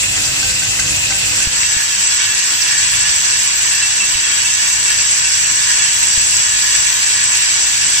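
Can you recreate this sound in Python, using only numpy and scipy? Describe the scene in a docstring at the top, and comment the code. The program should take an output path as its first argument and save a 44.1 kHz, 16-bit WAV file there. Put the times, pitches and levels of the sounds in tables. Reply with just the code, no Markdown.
"""Hissing air jets, mains hum and rumble of a factory hall are heard first, with knocks from a rotary table.
From about 1.2 to 1.6 s the vibrating steel feeder bowl comes to the fore: plastic parts excite its damped modes,
slide with a filtered-noise rustle and tap its rails. The jets and most hum lines recede while a broad din rises.
Knocks, dropped parts and a pinging steel piece are struck resonators; noise bands give air and rumble.
A few bumps on the microphone are heavily damped low swings."""
import sys
import numpy as np
from scipy import signal
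from scipy.fft import rfft, irfft
from scipy.io import wavfile
from scipy.ndimage import uniform_filter1d

SR = 44100
rng = np.random.default_rng(int(sys.argv[2]) if len(sys.argv) > 2 else 0)


def to_wav(sig):
    """Store sig (one row per channel, or 1-D mono) as 16-bit WAV at the path in sys.argv[1].

    Samples outside -1..1 are clipped; the rate is SR.
    """
    pcm = np.clip(np.atleast_2d(sig), -1, 1) * 32767
    pcm = np.round(pcm).astype(np.int16)
    wavfile.write(sys.argv[1], SR, pcm.T)  # frames by channels


N = 352800
TIME = np.arange(N) / SR
PORT_LAG_S = .00034   # the feeder is off to the left, so its sound reaches the right port later
HALL_LAG_S = 0.17   # the hall's levels glide a little after the feeder's


# Load of parts on the track: t/s, level/dB
TRACK_LOAD = [(0, 0.5), (1.9, 0), (2.4, -0.15), (2.95, 1), (3.6, 0.5), (4.8, 0), (5.8, 0.2), (6.7, 0.84),
              (8, 0.5)]
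# Rattle of the high modes, which comes in fits: t/s, level/dB before load and other changes
HIGH_CHATTER = [(0, -24.5), (1.24, -23), (1.3, -19), (1.43, -18.5), (1.49, -21), (1.56, -16.5),
                (2.4, -17.5), (3.9, -17.5), (4.5, -17.5), (5.2, -16.5), (6.7, -17), (8, -18.5)]
# Clumps of parts tumbling through the bowl: t/s of the crest,
# level change/dB of the ring near 1.75 kHz, of the other low modes, of the high modes
TUMBLES = [(1.81, 4.5, -1, 0), (2.05, 0.5, 0, 2.5), (2.22, 2.5, 4, 1), (2.31, 3.5, 0, -0.5),
           (2.74, 5.5, 1.5, 1), (3.07, 5, 2, -1), (3.47, -4, 1, 1), (3.59, -0.5, -1, 0),
           (3.80, 5.5, -0.5, -0.5), (4.29, 3.5, 0.5, 1), (4.53, -1, -1, 0), (4.75, -2, 0.5, 0),
           (4.92, 6, 2, -1), (5.12, -5, -0.5, 1.5), (5.47, 4, -1.5, 0.5), (5.71, 7, 2, 1),
           (5.84, 5.5, 1.5, 0.5), (6.18, 0, -2, 1.5), (6.67, 6, 0.5, -1), (6.52, 5, -1, -0.5),
           (6.9, 1, 1, -1), (7.2, 4.5, 0, -1), (7.33, 2, -0.5, 2), (7.54, -4, 0, 0.5), (7.63, -2, 0, 0.5)]


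def chatter():
    """Level modulation: track load, a shifting heap and tumbling clumps add in dB to three drives."""
    heap_hz = 5.8
    load_db, = in_time(TRACK_LOAD)
    fits_db, = in_time(HIGH_CHATTER)
    low_db = handover((-26, -18.5)) + load_db + 0.44 * drift(heap_hz)
    brightening_db = 0.3163 * TIME   # the high modes slowly gain
    high_db = fits_db + brightening_db + load_db + 0.5 * drift(heap_hz)
    clumps_db = sum(np.outer(changes_db, swell(s, width_s=0.029)) for s, *changes_db in TUMBLES)
    return np.array([low_db, low_db, high_db]) + clumps_db


def feeder():
    """Superposition: bowl modes, sliding rustle, rail taps and rail notes share the chatter's drive."""
    ring_db, low_db, high_db = chatter()
    drives_db = [low_db + 19, ring_db + 18, low_db + 19, high_db + 14]
    modes = bowl(drives_db, evenness=(0.25, 0.46, 0.3, 0.48), top_hz=8190)
    rustle = flutter(sliding(per_s=900, hiss=0.28), depth_db=2.5, rate_hz=22)
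    taps = track_ticks(per_s=220, hz=7780, t60=0.0076, pan_db=2.5, top_hz=8300)
    notes = rails(per_s=6, t60=0.23, force_db=3, count=30)
    out = modes + from_db((low_db + high_db) / 2 - 5) * rustle
    out += from_db(high_db - 9) * taps
    return out + from_db(low_db - 8.5) * notes


# Modes of the steel bowl and track: f/Hz, bandwidth/Hz, level/dB before the drive,
# left-right difference/dB before its limit of 7, phase lead of the left/rad
BOWL_MODES = [(901, 12, -46, 6, 2), (1011.7, 16, -41.5, 5, 2), (1133, 14, -46.5, -2, 1.6),
              (1196, 120, -42.5, -1, 1.7), (1391, 19, -43, -5.5, -4), (1448, 9.8, -40, 2.5, -1.5),
              (1532, 12, -38.5, -5.5, -2.5), (1630, 9.8, -43.5, 9, -1), (1709, 17, -33.5, -5, -0.5),
              (1804, 10.4, -36, 9, 0.2), (1900, 7.8, -37.5, -1, 0.5), (2007, 86, -35.5, 0.5, -0.5),
              (2272, 28, -31, -4.5, 3.5), (2348, 20, -43, 7, 6.5), (2450, 13, -35.5, -9, 3.5),
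              (2685, 15, -34, -4, 0.5), (2880, 75, -32, -4.5, -1.14), (3170, 160, -37, 2, 1),
              (3353, 70, -35.5, -4, 1), (3790, 84, -35.5, -4, 1), (4260, 47, -38.5, -6, 1.5),
              (4374, 30, -38.5, -9, 4.5), (4810, 160, -30, -3, -2.5), (5546, 120, -30, -8.5, 0),
              (5917, 120, -26, -10, -1), (6396, 22, -27.5, -9, 0.5), (6360, 33, -29, 2, 2.5),
              (7220, 23, -30, 1, -5), (6970, 63, -25.5, -0.5, 1.5), (7634, 51, -18, 1, -2.5),
              (7747, 110, -23.5, 1, 0), (7935, 65, -19.5, 3.5, -1.5)]


def bowl(drives_db, evenness, top_hz):
    """Modal synthesis: random landings excite narrow resonances, driven in four frequency groups."""
    group_edges_hz = (1600, 1950, 5200)
    out, drives = np.zeros((2, N)), from_db(drives_db)
    for hz, width_hz, mode_db, pan_db, phase in BOWL_MODES:
        group = np.searchsorted(group_edges_hz, hz)
        force = contacts(per_s=2000, bunching=0.073, stray=0.91)
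        r, w = np.exp(-np.pi * width_hz / SR), 2 * np.pi * hz / SR
        mode = rms_one(signal.lfilter([1, 0, -1], [1, -2 * r * np.cos(w), r * r], force + 1e-18))
        # evenness 0 leaves the mode's own fluctuation, 1 would flatten its short-term power
        power = uniform_filter1d(np.mean(mode ** 2, axis=0), size=3000) + .01
        mode = rms_one(mode / power ** (evenness[group] / 2))
        lag = phase / (2 * np.pi * hz)
        out += drives[group] * from_db(mode_db) * place(mode, pan_db, lag)
    return signal.sosfilt(signal.butter(10, top_hz, fs=SR, output="sos"), out)


# Spectrum of parts sliding along the track: f/Hz, relative level/dB per Hz
SLIDE_SPECTRUM = [(700, -35), (1250, -45), (1550, -5), (2700, -13), (4000, -9), (5800, -1.5), (6700, -19.5),
                  (7500, 0), (8200, -26), (9400, -7), (10000, -24.5), (11000, -11.5), (12500, -36),
                  (15000, -33.5)]


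def sliding(per_s, hiss):
    """Friction as a dense train of impulses: dry plastic ticks and noise, echoing inside the machine."""
    ticks = contacts(per_s, bunching=0.065, stray=5.6, wander_db=1.5)
    source = rms_one(ticks) + hiss * rng.standard_normal((2, N))
    return enclosure(colour(source, SLIDE_SPECTRUM, PORT_LAG_S), t60=0.087, wet=1.0)


def track_ticks(per_s, hz, t60, pan_db, top_hz):
    """Impact excitation: parts tap the near rail, each a sudden bright ring of a few milliseconds."""
    taps = ring(contacts(per_s, bunching=0.18, stray=0.52, wander_db=2.0), hz, t60)
    taps = signal.sosfilt(signal.butter(6, top_hz, fs=SR, output="sos"), taps)
    return place(rms_one(taps), pan_db, PORT_LAG_S)


def rails(per_s, t60, force_db, count):
    """Random (Poisson-like) excitation: parts strike thin guide rails, each with a note of its own."""
    out = np.zeros((2, N))
    notes_hz = np.geomspace(2891, 6506, count)
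    for hz, (detune, pan) in zip(notes_hz, rng.uniform(-1, 1, (count, 2))):
        at = np.flatnonzero(rng.random(N) < per_s / SR)
        force = np.zeros(N)
        force[at] = from_db(force_db * rng.uniform(-1.1, 1, len(at)))
        note = ring(force, hz * (1 + 0.0092 * detune), t60)
        out += place([note, note], 6 * pan, PORT_LAG_S)
    return rms_one(out)


def contacts(per_s, bunching, stray, wander_db=0):
    """Impulse train: random stereo clicks whose force varies with each shake, slowly, and by side."""
    shake_hz = 100
    at = np.flatnonzero(rng.random(N) < per_s / SR)
    stroke = np.sqrt(1 + bunching * np.cos(2 * np.pi * shake_hz * TIME[at]))
    size = rng.choice([-1, 1], len(at)) * stroke * from_db(wander_db * drift(7.9)[at])
    force = np.zeros((2, N))
    force[:, at] = size * (1 + stray * rng.standard_normal((2, len(at))))
    return force


# Station knocks: t/s, relative level/dB of the frame's ring, relative level/dB of the tool's clack
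KNOCKS = [(0.248, -27.5, -24), (0.428, -21.5, -23), (0.492, -32, -22), (0.62, -25, -30), (0.796, -23, -12),
          (1.106, -21, -21), (1.402, -25.5, -28)]
# Modes of the table frame: f/Hz, relative level/dB, t60/s
FRAME_MODES = [(788, -9.5, 0.28), (1480, -8, .1), (1547, -4, 0.4), (1566, -6.5, 0.22), (2590, -7, 0.21),
               (4470, -0.5, .15), (5700, 4, .09)]
# Spectrum of a tool's clack: f/Hz, relative level/dB per Hz
CLACK_SPECTRUM = [(500, -30.5), (1500, -8), (3000, -8), (5500, 1), (7600, 8), (9000, -15), (15000, -26)]


def stations(ring_db, clack_db, clack_s):
    """Impact and modal decay: a tool lands with a short noise burst and leaves the table frame ringing."""
    s, frame_db, tool_db = np.transpose(KNOCKS)
    frame = sum(ring(clicks(s, frame_db + mode_db), hz, t60) for hz, mode_db, t60 in FRAME_MODES)
    decay = np.exp(-1 / (clack_s * SR))
    envelope = signal.lfilter([1], [1, -decay], clicks(s, tool_db) + 1e-18)
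    clack = envelope * colour(rng.standard_normal((2, N)), CLACK_SPECTRUM, PORT_LAG_S / 2)
    return from_db(ring_db) * frame + from_db(clack_db) * clack


# Dropped single parts: t/s, level/dB, f/Hz
DROPS = [(0.633, -16, 2060), (0.7915, -10, 2010), (1.123, -11, 2100), (1.246, -12, 2580),
         (1.632, -11, 2050), (2.2, -15, 2920)]


def drops(t60):
    """Damped free vibration: a dropped part gives a short hollow tick at its own pitch."""
    return sum(ring(clicks([s], [level_db]), hz, t60) for s, level_db, hz in DROPS)


# Pings of a steel piece: t/s, level/dB before the overall ping level
PINGS = [(1.244, -24), (1.644, -20), (1.915, -22), (2.065, -28), (2.18, -24), (2.305, -19), (2.559, -25),
         (2.666, -22), (2.995, -22), (3.318, -21.5), (3.54, -28), (3.715, -20), (3.825, -18), (4.002, -15),
         (4.145, -25), (4.23, -25), (4.445, -18), (4.545, -22), (4.705, -21), (4.873, -19.5), (4.985, -25),
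         (5.243, -22), (5.456, -18), (5.616, -25), (5.797, -19), (5.962, -28), (6.022, -23), (6.325, -24),
         (7.046, -21), (7.51, -24), (7.639, -23)]


def pings(ping_db):
    """Lightly damped resonance: a steel piece rings on one note at every stroke."""
    return from_db(ping_db) * ring(clicks(*np.transpose(PINGS)), hz=2682, t60=.3)


# Bumps on the microphone: t/s, relative level/dB, signed factor (push or pull)
BUMPS = [(1.471, -17, -1.3), (1.766, -20, -0.81), (4.153, -27, 1), (6.176, -17, 0.67)]


def bumps(hz, t60):
    """Heavily damped oscillator: a touch on the microphone gives one low swing."""
    force = np.zeros(N)
    for s, bump_db, push in BUMPS:
        force[round(s * SR)] = push * from_db(bump_db)
    return ring(force, hz, t60)


# Spectrum of the hall's air jets: f/Hz, relative level/dB per Hz
JET_SPECTRUM = [(120, -45), (250, -20), (420, -14.5), (650, -13.5), (1020, -15.5), (1400, -10.5),
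                (1750, -9), (2090, -2), (2290, -10), (2580, 5.5), (2750, 2.5), (3000, -6), (3300, -4.5),
                (4550, -3.5), (6190, -4), (7500, 3.5), (8300, -4), (10300, -17), (15000, -20)]


def air_jets():
    """Turbulent jet noise: coloured, flickering hiss that recedes as the feeder comes to the fore."""
    hiss = colour(rng.standard_normal((2, N)), JET_SPECTRUM, PORT_LAG_S / 2)
    return from_db(handover((-16.5, -38), HALL_LAG_S)) * flutter(hiss, depth_db=2.14, rate_hz=17)


# Spectrum of compressed air and far machines: f/Hz, relative level/dB per Hz
DIN_SPECTRUM = [(120, -38), (200, -10.5), (500, -12), (750, -9), (1200, -8), (1520, -4), (1700, -5),
                (2350, -0.5), (2600, 8), (3100, -3), (5000, -0.5), (7700, 4.5), (10000, -19), (15000, -10)]


def din():
    """Diffuse broadband noise: echoing hiss of air and far machines, rising and slowly wandering."""
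    level_db = handover((-27, -23), HALL_LAG_S) + .5 * drift(2.2)
    hiss = colour(rng.standard_normal((2, N)), DIN_SPECTRUM, PORT_LAG_S / 2)
    return from_db(level_db) * flutter(enclosure(hiss, t60=0.15, wet=0.67), depth_db=3.0, rate_hz=10)


# Lines of feeder magnets and motors: f/Hz, mean level/dB while the hall is to the fore, after
HUM_LINES = [(50.4, -44.5, -52), (99.2, -41, -49), (131, -47.5, -55.5), (193.7, -47, -56.5),
             (300.4, -45, -56), (399.7, -52.5, -52.5), (499, -45, -56), (568, -50, -69), (606, -46, -61),
             (659, -42.5, -53), (749, -47, -51), (785, -45.5, -49.5), (952, -47.5, -65)]


def hum(waver_db, phase_wander):
    """Additive synthesis: wavering sine lines, with a phase between the sides set by their likeness."""
    out = np.zeros((2, N))
    for k, (hz, *levels_db) in enumerate(HUM_LINES):
        phase = 2 * np.pi * hz * TIME + phase_wander * drift(5.8)
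        apart = np.arccos(at_hz(LIKENESS, hz)) * (-1) ** k
        level_db = handover(levels_db, HALL_LAG_S) + waver_db * drift(8.6)
        out += np.sqrt(2) * from_db(level_db) * np.sin([phase, phase + apart])
    return out


# Spectrum of the rumble: f/Hz, relative level/dB per Hz
RUMBLE_SPECTRUM = [(12, -41), (20, -26), (38, 5.5), (86, 5.5), (136, 6), (265, -10.5), (300, -19),
                   (390, -54), (660, -120)]
# Course of the rumble: t/s, relative level/dB
RUMBLE_LEVEL = [(0, -34), (.33, -31.5), (.95, -30.5), (1.15, -34.5), (1.45, -37), (1.85, -43), (2.5, -46),
                (2.75, -44), (2.93, -35), (3.2, -39), (3.6, -44), (6.5, -40.5), (6.67, -38.5), (6.9, -44),
                (7.7, -41.5), (7.88, -38), (8, -43)]


def rumble():
    """Low-frequency random noise: a coloured band swells and sinks with its level curve."""
    level_db, = in_time(RUMBLE_LEVEL)
    return from_db(level_db - 2.5) * colour(rng.standard_normal((2, N)), RUMBLE_SPECTRUM)


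def ring(force, hz, t60):
    """Damped resonator: a unit click sets a sine of about height 1 ringing."""
    r, w = from_db(-60 / (t60 * SR)), 2 * np.pi * hz / SR
    return signal.lfilter([0, np.sin(w)], [1, -2 * r * np.cos(w), r * r], force + 1e-18)


def clicks(times, levels_db):
    """Impulse excitation: one click at each time."""
    force = np.zeros(N)
    force[np.round(np.array(times) * SR).astype(int)] = from_db(levels_db)
    return force


def place(pair, pan_db, lag):
    """Interaural-style cues: a level difference, and a delay of the right side by lag seconds."""
    gain = from_db(np.clip(pan_db, -7, 7) / 2)
    return np.array([pair[0] * gain, np.roll(pair[1], round(lag * SR)) / gain])


def enclosure(pair, t60, wet):
    """Reverberation: dense decaying echoes carve fine peaks and notches, other ones on each side."""
    t = TIME[:SR // 5]
    echoes = rng.standard_normal((2, len(t))) * from_db(-60 * t / t60)
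    echoes /= np.linalg.norm(echoes, axis=1, keepdims=True)
    return rms_one(pair + wet * signal.oaconvolve(pair, echoes, axes=1)[:, :N])


# Coherence of the diffuse sound: f/Hz, left-right likeness (1 alike, -1 opposite)
LIKENESS = [(60, 0.97), (130, 0.97), (290, 0.51), (640, -0.82), (1400, 0.88), (15000, -0.44)]


def colour(pair, spectrum, lag=0):
    """Spectral shaping and coherence: two unrelated signals become a partly diffuse pair of rms 1."""
    hz = np.maximum(np.arange(N // 2 + 1) * SR / N, 1)
    alike = at_hz(LIKENESS, hz)
    mid, side = rfft(pair) * from_db(at_hz(spectrum, hz))
    ports = np.sqrt(1 + alike) * mid + np.sqrt(1 - alike) * side * [[1], [-1]]
    ports[1] *= np.exp(-2j * np.pi * hz * lag)   # delays the right port
    return rms_one(irfft(ports, N))


def flutter(pair, depth_db, rate_hz):
    """Band-wise amplitude modulation: third-octave bands above 2 kHz flicker independently."""
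    spectrum, out = rfft(pair), 0
    hz = np.maximum(np.arange(N // 2 + 1) * SR / N, 1)
    band = np.clip(3 * np.log2(hz / 2000), 0, 8)   # the end bands take all that lies beyond
    for k in range(9):
        part = irfft(spectrum * np.maximum(1 - abs(band - k), 0), N)
        out = out + part * from_db(depth_db * drift(rate_hz))
    return rms_one(out)


def handover(levels_db, lag_s=0):
    """Linear crossfade of gain: a level in dB glides from its first value to its second."""
    start_s, length_s = 1.195, 0.38
    before_db, after_db = levels_db
    share = np.clip((TIME - start_s - lag_s) / length_s, 0, 1)
    return 20 * np.log10(from_db(before_db) * (1 - share) + from_db(after_db) * share)


def swell(s, width_s):
    """Gaussian envelope: a bell-shaped rise and fall of height 1."""
    return np.exp(-.5 * ((TIME - s) / width_s) ** 2)


def drift(rate_hz):
    """Low-pass filtered noise: a smooth random wander of spread 1."""
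    step = 40   # samples between computed points
    r = np.exp(-2 * np.pi * step * rate_hz / SR)
    noise = rng.standard_normal(N // step + 2002)
    slow = signal.lfilter([1], [1, -2 * r, r * r], noise)[2000:]   # skips the settling time
    return np.interp(np.arange(N) / step, np.arange(len(slow)), rms_one(slow))


def from_db(db):
    """Logarithmic level: decibels to gain."""
    return 10 ** (np.asarray(db) / 20)


def rms_one(x):
    """Power normalisation: scale to an rms of 1."""
    return x / np.sqrt(np.mean(x ** 2) + 1e-20)


def in_time(rows):
    """Linear interpolation: each column of a curve at every sample."""
    s, *columns = np.transpose(rows)
    return [np.interp(TIME, s, c) for c in columns]


def at_hz(points, hz):
    """Interpolation on a log-frequency axis: read a spectrum at hz."""
    points_hz, values = np.transpose(points)
    return np.interp(np.log(hz), np.log(points_hz), values)


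def scene():
    """Linear superposition: feeder, table and hall add, and the level dips briefly after the first bump."""
    table = stations(ring_db=-1, clack_db=1.0, clack_s=.014) + drops(t60=0.016) + pings(ping_db=-1.0)
    hall = air_jets() + din() + hum(waver_db=3.5, phase_wander=0.68) + rumble()
    dip = from_db(-2.8 * swell(1.495, width_s=0.016))
    return dip * (feeder() + table + hall) + from_db(11) * bumps(hz=69, t60=0.018)


def record(dry):
    """Soft saturation and band limiting: the highest peaks are rounded off, and the top is cut steeply."""
    rounded = dry / (1 + (dry / .95) ** 8) ** (1 / 8)
    return signal.sosfilt(signal.ellip(12, .1, 90, 15150, fs=SR, output="sos"), rounded)


dry = scene()
out = record(dry)
to_wav(out)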